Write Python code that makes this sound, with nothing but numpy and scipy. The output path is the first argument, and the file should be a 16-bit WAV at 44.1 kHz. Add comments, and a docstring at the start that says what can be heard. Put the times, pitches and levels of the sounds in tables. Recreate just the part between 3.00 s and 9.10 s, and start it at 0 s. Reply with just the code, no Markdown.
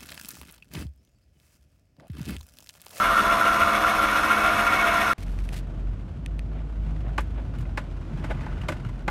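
"""First an electric trailer jack runs close by: gears whine, teeth grind and rattle, the brushes hiss.
Tones stand for its gears and motor, filtered noise for its friction, dying sines for its ringing post.
After a moment of near silence we sit in a truck creeping along a dirt track: low tones make the engine drone,
noise the tyre rumble and grit, and dying sines the knocks of loose trim. A hand ticks and brushes on a camera.
Soft thuds of filtered noise fall in both parts, over a faint steady hiss."""
import sys
import numpy as np
from scipy import signal
from scipy.fft import rfft, irfft
from scipy.io import wavfile

SR = 44100
rng = np.random.default_rng(int(sys.argv[2]) if len(sys.argv) > 2 else 0)


def int16_out(signal):
    """Quantize to a 16-bit WAV file."""
    q = np.round(np.clip(np.atleast_2d(signal).T, -1, 1) * 32767)
    wavfile.write(sys.argv[1], SR, q.astype(np.int16))


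N = 269010
TIME, HZ = np.arange(N) / SR, np.fft.rfftfreq(N, 1 / SR)  # seconds; frequencies of a full-length spectrum

JACK_OFF_S, CABIN_ON_S = 2.1335, 2.181
EDGE_HZ = 15700  # upper limit of the sound

# turning rate of the jack's first gear: (time [s], rate [Hz])
GEAR_SPEED = [(0.0, 67.04), (0.25, 67.73), (1.55, 69.21), (1.85, 68.46)]
# whine of the gear train: (multiple of the turning rate, relative level [dB])
GEAR_TONES = [(.62, -43), (1, -59), (1.23, -48.5), (1.86, -51.5), (3.08, -40.5), (4.6, -42), (4.92, -52.5),
              (6.02, -47), (7, -47), (8.03, -41.5), (8.88, -48.5), (9.08, -42), (11, -41), (12, -52),
              (13.95, -43), (15, -36.5), (15.8, -52), (17, -40.5), (17.85, -35.5), (19.8, -41), (23, -41.5),
              (27.1, -43), (32.2, -37.5), (37.3, -49), (38.3, -51.5), (45.3, -51)]
# resonances of the gear housing and jack post: (frequency [Hz], width [Hz], boost [dB])
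HOUSING_RESONANCES = [(1018, 144, 4.5), (1180, 27, 5), (1250, 36, 6), (1433, 80, 7), (1878, 29, 8.5),
                      (2040, 57, 5), (2247, 250, 9), (2586, 270, 8.5), (2850, 30, 14), (3440, 210, 7),
                      (5260, 95, 10), (5520, 350, 5.5), (6060, 100, 8.5), (6600, 430, 4), (8700, 1100, 9.5),
                      (9900, 320, 14), (10710, 170, 15), (11500, 780, 12.5)]
# broad colour of the grinding teeth: (frequency [Hz], relative level [dB])
GRIND_COLOUR = [(25, -50), (48, -0.5), (90, -9.5), (150, -11), (270, -6), (400, -12.5), (600, -11.5),
                (850, -8.5), (1100, 2.5), (1600, -1.5), (2400, -12.5), (3800, -17), (4800, -46),
                (8000, -36.5)]
# broad colour of the brush hiss: (frequency [Hz], relative level [dB])
BRUSH_COLOUR = [(1500, -11.5), (4000, 8.5), (5000, 1), (6500, 1), (7600, -5.5), (10000, -11.5), (12500, -9),
                (13600, 0), (14700, -44), (16000, -40)]
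# motor hum at HUM_ORDER times the turning rate: (time [s], level [dB])
HUM_LEVEL = [(0.0, -41), (0.13, -30), (0.19, -45), (0.24, -30.5), (0.37, -28), (0.44, -34), (0.52, -32.5),
             (0.87, -31), (1.1, -40), (1.28, -36.5), (1.46, -32), (1.61, -31), (1.7, -35), (1.87, -29.5),
             (2.0, -31), (2.12, -36.5)]
# bursts in which the gear mesh grabs: (start [s], length [s], relative level [dB])
MESH_GRABS = [(0.002, 0.022, -18.5), (0.045, 0.075, -23), (0.138, 0.019, -19), (0.167, 0.038, -17.5),
              (0.242, 0.029, -22), (0.282, 0.058, -22), (0.405, 0.039, -19.5), (0.455, 0.055, -21),
              (0.521, 0.049, -21.5), (0.6, 0.036, -21), (0.673, 0.055, -23.5), (0.845, 0.018, -20),
              (0.983, 0.018, -21), (1.017, 0.04, -24), (1.11, 0.08, -22), (1.231, 0.027, -23),
              (1.302, 0.032, -19.5), (1.3685, 0.019, -18), (1.41, 0.075, -23.5), (1.498, 0.026, -21.5),
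              (1.587, 0.027, -23), (1.66, 0.04, -24), (1.714, 0.033, -24), (1.826, 0.017, -19.5),
              (1.921, 0.067, -25.5), (2.063, 0.019, -24), (2.099, 0.017, -23)]
# main ring of the steel post: (frequency [Hz], relative level [dB], time to fall 60 dB [s])
POST_MODES = [(1368, -10.5, 0.043), (1437, -2.5, 0.039), (1452, -4.5, 0.029)]
GRIND_DB, HISS_DB = -24, -38.5  # starting levels, before they swell and fade
RASP_DB, RASP_DB_PER_S = -1, -0.43  # gain of the grind's upper part, slowly falling
HUM_ORDER = 10

# firing rate of the engine: (time [s], rate [Hz])
FIRING_RATE = [(2.18, 44.47), (2.85, 45.8), (3.31, 50.66), (3.6, 51.03), (4.35, 52.06), (4.6, 49.95),
               (4.8, 46.95), (5.1, 45.27), (5.5, 45.6), (5.7, 43.2)]
# boom of the engine in the cabin: (time [s], relative level [dB])
DRONE_LEVEL = [(2.18, -39), (2.26, -28), (2.4, -27.5), (2.75, -32.5), (2.9, -26.5), (3.06, -37), (3.2, -36),
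               (3.28, -27.5), (3.62, -28.5), (3.9, -26.5), (4.38, -27), (4.46, -38), (4.53, -31),
               (4.76, -31), (4.85, -36), (4.94, -30.5), (5.03, -36.5), (5.33, -30), (5.46, -36),
               (5.52, -29), (5.68, -40), (6.1, -30)]
# firing note and overtones: (multiple of the firing rate, relative level [dB])
ENGINE_TONES = [(1, 2.5), (2, -19), (3, -16), (4, -24.5)]
# roughness of the track under the tyres: (time [s], roughness [dB])
ROAD_ROUGHNESS = [(2.2, -1.5), (2.75, 0.5), (3.05, -3.5), (3.6, -2), (3.95, 1), (4.55, 1), (4.95, 1.5),
                  (5.3, 7.5), (5.7, 5.5), (5.97, -0.5)]
# broad colour of the tyre rumble: (frequency [Hz], relative level [dB])
RUMBLE_COLOUR = [(15, -28), (30, -22), (50, 2), (80, 3), (115, -2), (160, -4.5), (220, -13.5), (300, -13),
                 (420, -20.5), (650, -25), (1500, -85), (5000, -96)]
# broad colour of the gravel, and of the faint hiss: (frequency [Hz], relative level [dB])
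RUSTLE_COLOUR = [(200, 7), (500, -2.5), (750, 3.5), (1100, 2), (1600, -2.5), (2200, -7), (3000, -8.5),
                 (4200, -15), (7000, -22), (10000, -28), (15000, -40)]
# resonances of the cabin and its panels: (frequency [Hz], width [Hz], boost [dB])
CABIN_RESONANCES = [(157, 43, 0), (241, 66, 4.5), (340.6, 18, 5), (680, 160, 4), (1460, 190, 4),
                    (2480, 910, 1.5)]
RUMBLE_DB, RUMBLE_FOLLOW = -36, 0.43  # level at zero roughness; dB per dB of roughness
RUSTLE_DB, RUSTLE_FOLLOW = -52, 1
SWAY_DB, SWAY_PER_S = 0.37, 15  # small ruts swell both at random

# knocks of loose trim: (first contact [s], relative level [dB], main ring [Hz], second ring [Hz],
# how far these two stand out [dB], treble tilt [dB per octave])
TRIM_KNOCKS = [(3.514, -47.5, 1345, 605, 4, -9), (4.180, -21.5, 1170, 828, 7, -1),
               (4.205, -44, 1733, 2100, 3, 8), (4.584, -52, 2850, 2460, 2, 10),
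               (4.608, -47.5, 1162, 1495, 3, 5), (4.652, -49, 2460, 2130, 10, -5),
               (4.774, -24, 1730, 1480, -7, -0.5), (5.241, -37, 849, 1495, 11, 1.5),
               (5.307, -34.5, 1495, 1735, -2, 0), (5.312, -32.5, 850, 636, 6, -2.5),
               (5.432, -43, 1735, 1495, 17, -2), (5.462, -34.5, 850, 1005, 19, -3),
               (5.614, -44, 2850, 2870, 10, 3), (5.685, -25, 602, 1005, 3, 2),
               (5.692, -31, 591, 1735, 3, -9), (5.72, -33, 604, 1497, 3, 0.5),
               (5.801, -60, 2152, 2150, 7, 3), (5.847, -42.5, 1340, 2830, 8, 0),
               (5.865, -54, 2850, 850, 8, 4), (5.889, -46, 1006, 2166, 12, 2),
               (5.991, -50, 1488, 2850, 10, 1), (6.078, -29.5, 2130, 2130, 14, -4),
               (6.0793, -21.5, 880, 1300, 11, -2)]
# ring of the loose trim: (frequency [Hz], relative level [dB], time to fall 60 dB in a knock [s])
TRIM_MODES = [(325, -9.5, 0.058), (545, -6, 0.08), (603, -3.5, 0.052), (852, -1.5, 0.051),
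              (1006.3, -2, 0.06), (1180, -2, 0.047), (1373, -11, 0.05), (1480, 0.5, 0.045),
              (1723, -5, 0.036), (2015, -9, 0.043), (2096, -0.5, 0.026), (2530, -7, 0.029),
              (2900, -18, 0.036), (3580, -24, 0.065)]
# noisy part of a knock, before its tilt: (frequency [Hz], relative level [dB])
CLACK_COLOUR = [(200, 6.5), (600, 1.5), (1500, 11), (2600, 3.5), (3600, -3.5), (5500, -10.5), (8000, -12.5),
                (11000, -20), (15000, -28)]
# rough scuffs of hand and trim: (middle [s], level [dB], half length [s])
SCUFF_STROKES = [(2.533, -41, 0.0093), (3.585, -46, 0.043), (4.078, -46, 0.04), (4.382, -43.5, 0.027),
                 (5.245, -33, 0.0087), (5.308, -33, 0.006), (5.319, -37, 0.006)]
# colour of the scuffs: (frequency [Hz], relative level [dB])
SCUFF_COLOUR = [(200, 12), (350, 15.5), (650, 19.5), (1100, 8), (1600, 9), (2400, 2.5), (3800, -5),
                (6000, -55), (14000, -56)]

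# finger ticks on the camera: (time [s], level [dB])
FINGER_TICKS = [(2.1834, -37), (2.239, -45), (2.282, -38), (2.389, -32.5), (2.4903, -26.5), (2.528, -34),
                (2.543, -30.5), (3.2615, -23.5), (3.393, -27.5)]
# ring of the camera case: (frequency [Hz], relative level [dB], time to fall 60 dB [s])
CASE_MODES = [(1850, 4.5, 0.0091), (2570, 9, 0.0071), (3400, 2, 0.0045), (4480, -6, 0.011),
              (6060, -4, 0.0082), (9130, 1.5, 0.0035)]
# strokes of the hand sliding on the camera: (start [s], length [s], relative level [dB])
HAND_STROKES = [(2.176, 0.061, -54), (2.255, 0.17, -60.5), (2.43, 0.1, -57.5), (2.523, 0.024, -48),
                (2.553, 0.036, -49)]
# colour of skin on the camera: (frequency [Hz], relative level [dB])
SKIN_COLOUR = [(500, -12), (2200, 3), (4500, -2), (7000, -6), (11000, -8.5), (14500, -15), (16000, -22)]
STROKE_ATTACK_S, STROKE_RELEASE_S = 0.0071, 0.0099
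# dull bumps of camera and truck body: (middle [s], level [dB], pitch [Hz], half length [s])
SOFT_BUMPS = [(0.647, -30, 79.4, 0.031), (1.544, -33.5, 84.66, 0.028), (2.831, -38, 105, 0.15),
              (3.196, -36.5, 135, 0.059), (3.49, -38, 108, 0.06), (4.097, -36.5, 135, 0.04),
              (5.116, -34, 220, 0.006), (4.58, -30.5, 87.5, 0.13), (5.17, -32, 149, 0.039),
              (5.348, -35, 137, 0.047), (5.71, -32, 280, 0.024), (5.726, -35.5, 119.9, 0.055),
              (5.856, -30.5, 111, 0.035)]


def jack(hiss_side_db=-17.0, surge_db=1.65, blow_share=0.37):
    """Uneven tooth blows and sliding friction ring the housing; the brushes hiss with each turn."""
    turns = np.cumsum(curve(GEAR_SPEED)) / SR
    once_a_turn = np.cos(2 * np.pi * turns)
    # a slow reduction gear, 0.1406 s a turn, binds twice a turn, once harder
    slow_turns = (TIME - .052) / .1406
    surge = surge_db * (np.cos(4 * np.pi * slow_turns) + 0.57 * np.cos(2 * np.pi * slow_turns))
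    housing_db = resonances(HOUSING_RESONANCES)
    grind = grinding(turns, once_a_turn, surge, housing_db, blow_share)
    toothed = rattle(gear_whine(turns, surge) + grind)
    hiss, side = brush_hiss(turns, once_a_turn, surge, housing_db)
    middle = toothed + motor_tones(turns, surge) + post_ring(turns) + hiss
    # only the hiss differs between left and right
    return middle + amp(hiss_side_db) * np.array([side, -side])


def grinding(turns, once_a_turn, surge, housing_db, blow_share):
    """Four teeth a turn strike unevenly and rub; the housing colours the noise, brighter as it binds."""
    teeth = 4 * turns
    blows = np.diff(np.floor(teeth), prepend=0) * rng.uniform(-0.38, 1, N)
    # rubbing is strongest just after each tooth meets
    friction = (1 + np.exp(-(teeth % 1) / 0.65)) * rng.standard_normal(N)
    drive = (blow_share * unit(blows) + unit(friction)) * amp(1.0 * once_a_turn + 0.17 * surge)
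    grind = colour(drive, GRIND_COLOUR, housing_db)
    high_pass = signal.butter(2, 2000, "high", fs=SR, output="sos")
    rasp = signal.sosfiltfilt(high_pass, grind)
    rasp_gain = amp(RASP_DB + RASP_DB_PER_S * TIME + 1.6 * surge)
    return amp(GRIND_DB) * (grind + (rasp_gain - 1) * rasp)


def gear_whine(turns, surge_db, waver=0.39, slack=0.0023, wander_db=0.65):
    """Gear tones waver, the high ones wandering most; play between the teeth shakes their phase."""
    out = np.zeros(N)
    for order, db in GEAR_TONES:
        phase = order * (turns + slack * drift(37)) + rng.random()
        wander = amp(wander_db * np.sqrt(order) * drift(5.0))
        tone = wander * (1 + waver * drift(37)) * np.cos(2 * np.pi * phase)
        out += amp(db) * unit(tone)
    return out * amp(.5 * surge_db)


def rattle(x, start_db=-2.5, db_per_s=2.0, shift_db=1.4):
    """The rattle of the teeth at about 2-2.7 kHz comes and goes, and slowly grows."""
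    band_pass = signal.butter(2, [1950, 2700], "band", fs=SR, output="sos")
    band = signal.sosfiltfilt(band_pass, x)
    gain = amp(start_db + db_per_s * TIME + shift_db * drift(20))
    return x + (gain - 1) * band


def motor_tones(turns, surge_db, slack=0.0041, rest_db=-38, grab_db=-4.0):
    """The motor's hum throbs as the gear binds; an octave up, the mesh tone leaps out at every grab."""
    hum_waver, hum_follow, mesh_waver = .22, 1.5, .2
    phase = 2 * np.pi * HUM_ORDER * (turns + slack * drift(52))
    throb = amp(hum_follow * surge_db) * (1 + hum_waver * drift(43))
    hum = amp(curve(HUM_LEVEL)) * unit(throb * np.cos(phase))
    mesh_level = amp(rest_db) + amp(grab_db) * grabbing()
    mesh = mesh_level * unit((1 + mesh_waver * drift(90)) * np.sin(2 * phase))
    return hum + mesh


def post_ring(turns, share_db=-5):
    """The gear nudges the post twice a turn, strong then weak, and it rings in short bursts."""
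    beats = np.floor(2 * (turns + .02 * drift(60)))
    strength = (1 - 0.2 * (beats % 2)) * rng.uniform(0.35, 1, N)
    nudges = np.diff(beats, prepend=beats[0]) * strength
    t = np.arange(4096) / SR
    one_ring = modes(POST_MODES, t) * (1 - np.exp(-t / 0.0024))
    ring = signal.oaconvolve(nudges, one_ring)[:N]
    return amp(share_db) * grabbing() * unit(ring)


def grabbing(attack_s=0.0026, release_s=0.007):
    """How hard the mesh grabs: each burst rises, holds and dies away; the strongest counts."""
    return np.max([amp(db) * hold(s, length, attack_s, release_s) for s, length, db in MESH_GRABS], 0)


def brush_hiss(turns, once_a_turn, surge, housing_db):
    """Brush contact changes with each turn, the binding and chance; two noises share its level."""
    twice_a_turn = np.cos(4 * np.pi * turns)
    flicker_db = 1.2 * drift(500) + 0.48 * drift(38)
    contact = amp(HISS_DB + 0.62 * once_a_turn + 0.6 * twice_a_turn + .5 * surge + flicker_db)
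    return [contact * colour(rng.standard_normal(N), BRUSH_COLOUR, housing_db) for _ in range(2)]


def engine(level_db=-1, waver_db=1.0):
    """The firing note booms and wavers in the cabin; its overtones come and go."""
    turns = np.cumsum(curve(FIRING_RATE)) / SR
    tones = np.zeros(N)
    for order, db in ENGINE_TONES:
        swell = 1 + 0.57 * (order - 1) * drift(3.1)
        tones += amp(db) * swell * np.cos(2 * np.pi * (order * turns + rng.random()))
    return amp(curve(DRONE_LEVEL) + level_db + waver_db * drift(9.9)) * unit(tones)


def road(grit_per_s=130, grit=1.0):
    """Tyres rumble through the body; gravel and trim crackle faintly above, more so on rough ground."""
    cabin_db = resonances(CABIN_RESONANCES)
    rough_db = curve(ROAD_ROUGHNESS) + SWAY_DB * drift(SWAY_PER_S)
    rumble = colour(rng.standard_normal(N), RUMBLE_COLOUR, cabin_db)
    # stones hit at random times with random force, each a short burst of noise
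    stones = (rng.random(N) < grit_per_s / SR) * amp(4 * np.minimum(rng.exponential(1, N), 3))
    power = signal.lfilter([1], [1, -np.exp(-1 / (0.0054 * SR))], stones ** 2)
    crackle = unit(np.sqrt(power) * rng.standard_normal(N))
    rustle = colour(rng.standard_normal(N) + grit * crackle, RUSTLE_COLOUR, cabin_db)
    rumble_level = amp(RUMBLE_DB + RUMBLE_FOLLOW * rough_db)
    rustle_level = amp(RUSTLE_DB + RUSTLE_FOLLOW * rough_db)
    return rumble_level * rumble + rustle_level * rustle


def knocks(seat_s=.0028, touch=0.38, touch_ring=0.5, clack_db=-11, clack_t60=0.072,
           cabin_db=-31, cabin_t60=0.25, second_share=0.52, focus_octaves=0.14):
    """A loose panel touches, then seats hard; where it is struck decides which two modes ring most."""
    out, t = np.zeros(N), np.arange(SR // 5) / SR
    hz, mode_db, t60 = np.transpose(TRIM_MODES)[:, :, None]  # one row a mode
    for s, db, main_hz, second_hz, focus_db, tilt_db in TRIM_KNOCKS:
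        main, second = (np.exp(-(np.log2(hz / f) / focus_octaves) ** 2) for f in (main_hz, second_hz))
        weight = amp(mode_db + tilt_db * np.log2(hz / main_hz)) + amp(focus_db) * (main + second_share * second)
        # each knock shifts the pitches slightly
        knock_hz = hz * (1 + 0.0061 * rng.standard_normal(hz.shape))
        swing = np.sin(2 * np.pi * (knock_hz * t + rng.random(hz.shape)))
        ring = (weight * amp(-60 * t / t60) * swing).sum(0) / np.linalg.norm(weight)
        tilt = tilt_db * np.log2(np.fft.rfftfreq(len(t), 1 / SR) / main_hz + 0.13)
        contact, clack = (colour(rng.standard_normal(len(t)), CLACK_COLOUR, tilt) for _ in range(2))
        # a quick clack, then a fainter, longer tail in the cabin
        clack = clack * (amp(clack_db - 60 * t / clack_t60) + amp(cabin_db - 60 * t / cabin_t60))
        force = amp(db + 6.0) * (1 - np.exp(-t / 0.000081))
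        add(out, s, force * touch * (contact + touch_ring * ring) * np.exp(-t / 0.0043))
        add(out, s + seat_s, force * (ring + clack))
    return out


def jiggle(db=-50.0, middle_s=5.47, half_s=0.28, taps_per_s=45, centre_hz=1450):
    """Light random taps of the loose trim on the rough stretch; each mode dies in half its knock time."""
    t = np.arange(4096) / SR
    out = np.zeros(N)
    for hz, _, t60 in TRIM_MODES:
        weight = np.exp(-np.log2(hz / centre_hz) ** 2)
        taps = (rng.random(N) < taps_per_s / SR) * rng.uniform(-1.1, 1, N)
        out += weight * signal.oaconvolve(taps, modes([(hz, 0, .5 * t60)], t))[:N]
    return amp(db) * np.exp(-((TIME - middle_s) / half_s) ** 2) * unit(out)


def hand(catch_db=2.0):
    """Dry finger ticks ring the camera case; skin hisses as it slides and catches on the camera."""
    pressure = sum(amp(db) * hold(s, length, STROKE_ATTACK_S, STROKE_RELEASE_S)
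                   for s, length, db in HAND_STROKES)
    slips = unit((rng.random(N) < 450 / SR) * rng.uniform(-1, 1, N))  # about 450 a second
    skin = colour(rng.standard_normal(N) + slips, SKIN_COLOUR)
    out = pressure * amp(catch_db * drift(90)) * skin
    t = np.arange(1024) / SR
    case_ring = modes(CASE_MODES, t)
    case_ring = case_ring / abs(case_ring).max()
    for s, db in FINGER_TICKS:
        touch = colour(rng.standard_normal(len(t)), SKIN_COLOUR) * np.exp(-t / 0.00089)
        add(out, s, amp(db) * (case_ring + 0.21 * touch))
    return out


def scuffs(catch_db=3):
    """Brief strokes in which a surface catches and slips: noise with a jumpy level."""
    stroke = sum(amp(db) * np.exp(-((TIME - s) / half) ** 2) for s, db, half in SCUFF_STROKES)
    return stroke * colour(rng.standard_normal(N) * amp(catch_db * drift(300)), SCUFF_COLOUR)


def bumps(width_octaves=0.45):
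    """Soft thuds of the hand-held camera and the truck body: narrow bands of noise that swell and fade."""
    out = np.zeros(N)
    for s, db, hz, half in SOFT_BUMPS:
        band = np.exp(-(np.log2((HZ + 1) / hz) / width_octaves) ** 2)
        thud = unit(irfft(rfft(rng.standard_normal(N)) * band, N))
        out += amp(db) * np.exp(-((TIME - s) / half) ** 2) * thud
    return out


def faint_hiss():
    """Steady quiet noise under everything, also heard in the pause."""
    return amp(-59.5) * colour(rng.standard_normal(N), RUSTLE_COLOUR)


def amp(db):
    """Decibels to gain."""
    return 10 ** (np.asarray(db) / 20)


def unit(x):
    """Scales to an average (rms) level of 1."""
    return x / np.sqrt(np.mean(x ** 2) + 1e-20)


def curve(rows):
    """Draws straight lines through a table of (time [s], value), one value a sample."""
    return np.interp(TIME, *np.transpose(rows))


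def hold(start_s, length_s, attack_s, release_s):
    """A level that rises in a straight line, holds at 1 and dies away."""
    rise = np.clip((TIME - start_s) / attack_s, 0, 1)
    return rise * np.exp(-np.maximum(TIME - start_s - length_s, 0) / release_s)


def colour(x, points, extra_db=0):
    """Filters x by a spectrum drawn on a log-frequency axis; rms 1."""
    f, db = np.transpose(points)
    hz = np.fft.rfftfreq(len(x), 1 / SR)
    gain_db = np.interp(np.log(hz + 1), np.log(f), db) + extra_db
    return unit(irfft(rfft(x) * amp(gain_db), len(x)))


def resonances(rows):
    """Gain in dB of a set of resonances, at every frequency."""
    power = 1
    for hz, width, db in rows:
        power = power + (amp(abs(db)) ** 2 - 1) / (1 + (2 * (HZ - hz) / width) ** 2) ** 2
    return 10 * np.log10(power)


def modes(rows, t):
    """Dying sines of a struck object, of alternating sign."""
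    return sum((-1) ** k * amp(db - 60 * t / t60) * np.sin(2 * np.pi * hz * t)
               for k, (hz, db, t60) in enumerate(rows))


def drift(rate):
    """Smooth chance of rms 1, changing up to about rate times a second."""
    spectrum = rfft(rng.standard_normal(N // 64))
    slow = irfft(spectrum * np.exp(-(HZ[:len(spectrum)] / rate) ** 2))
    return unit(np.interp(TIME, np.linspace(0, TIME[-1], len(slow)), slow))


def add(mix, s, sound):
    """Mixes a sound in at s seconds, cut off at the end of the mix."""
    part = mix[round(s * SR):][:len(sound)]
    part += sound[:len(part)]


def scene():
    """The jack, a moment of near silence, then the cabin."""
    cabin = engine() + road() + knocks() + jiggle() + hand() + scuffs()
    sources = jack() * (TIME < JACK_OFF_S) + cabin * (TIME > CABIN_ON_S)
    return sources + bumps() + faint_hiss()


def record(dry):
    """Takes away everything above the upper limit with a steep low-pass filter."""
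    low_pass = signal.firwin(511, EDGE_HZ, window=("kaiser", 9), fs=SR)
    return signal.oaconvolve(dry, low_pass[None], "same")


dry = scene()
out = record(dry)
int16_out(out)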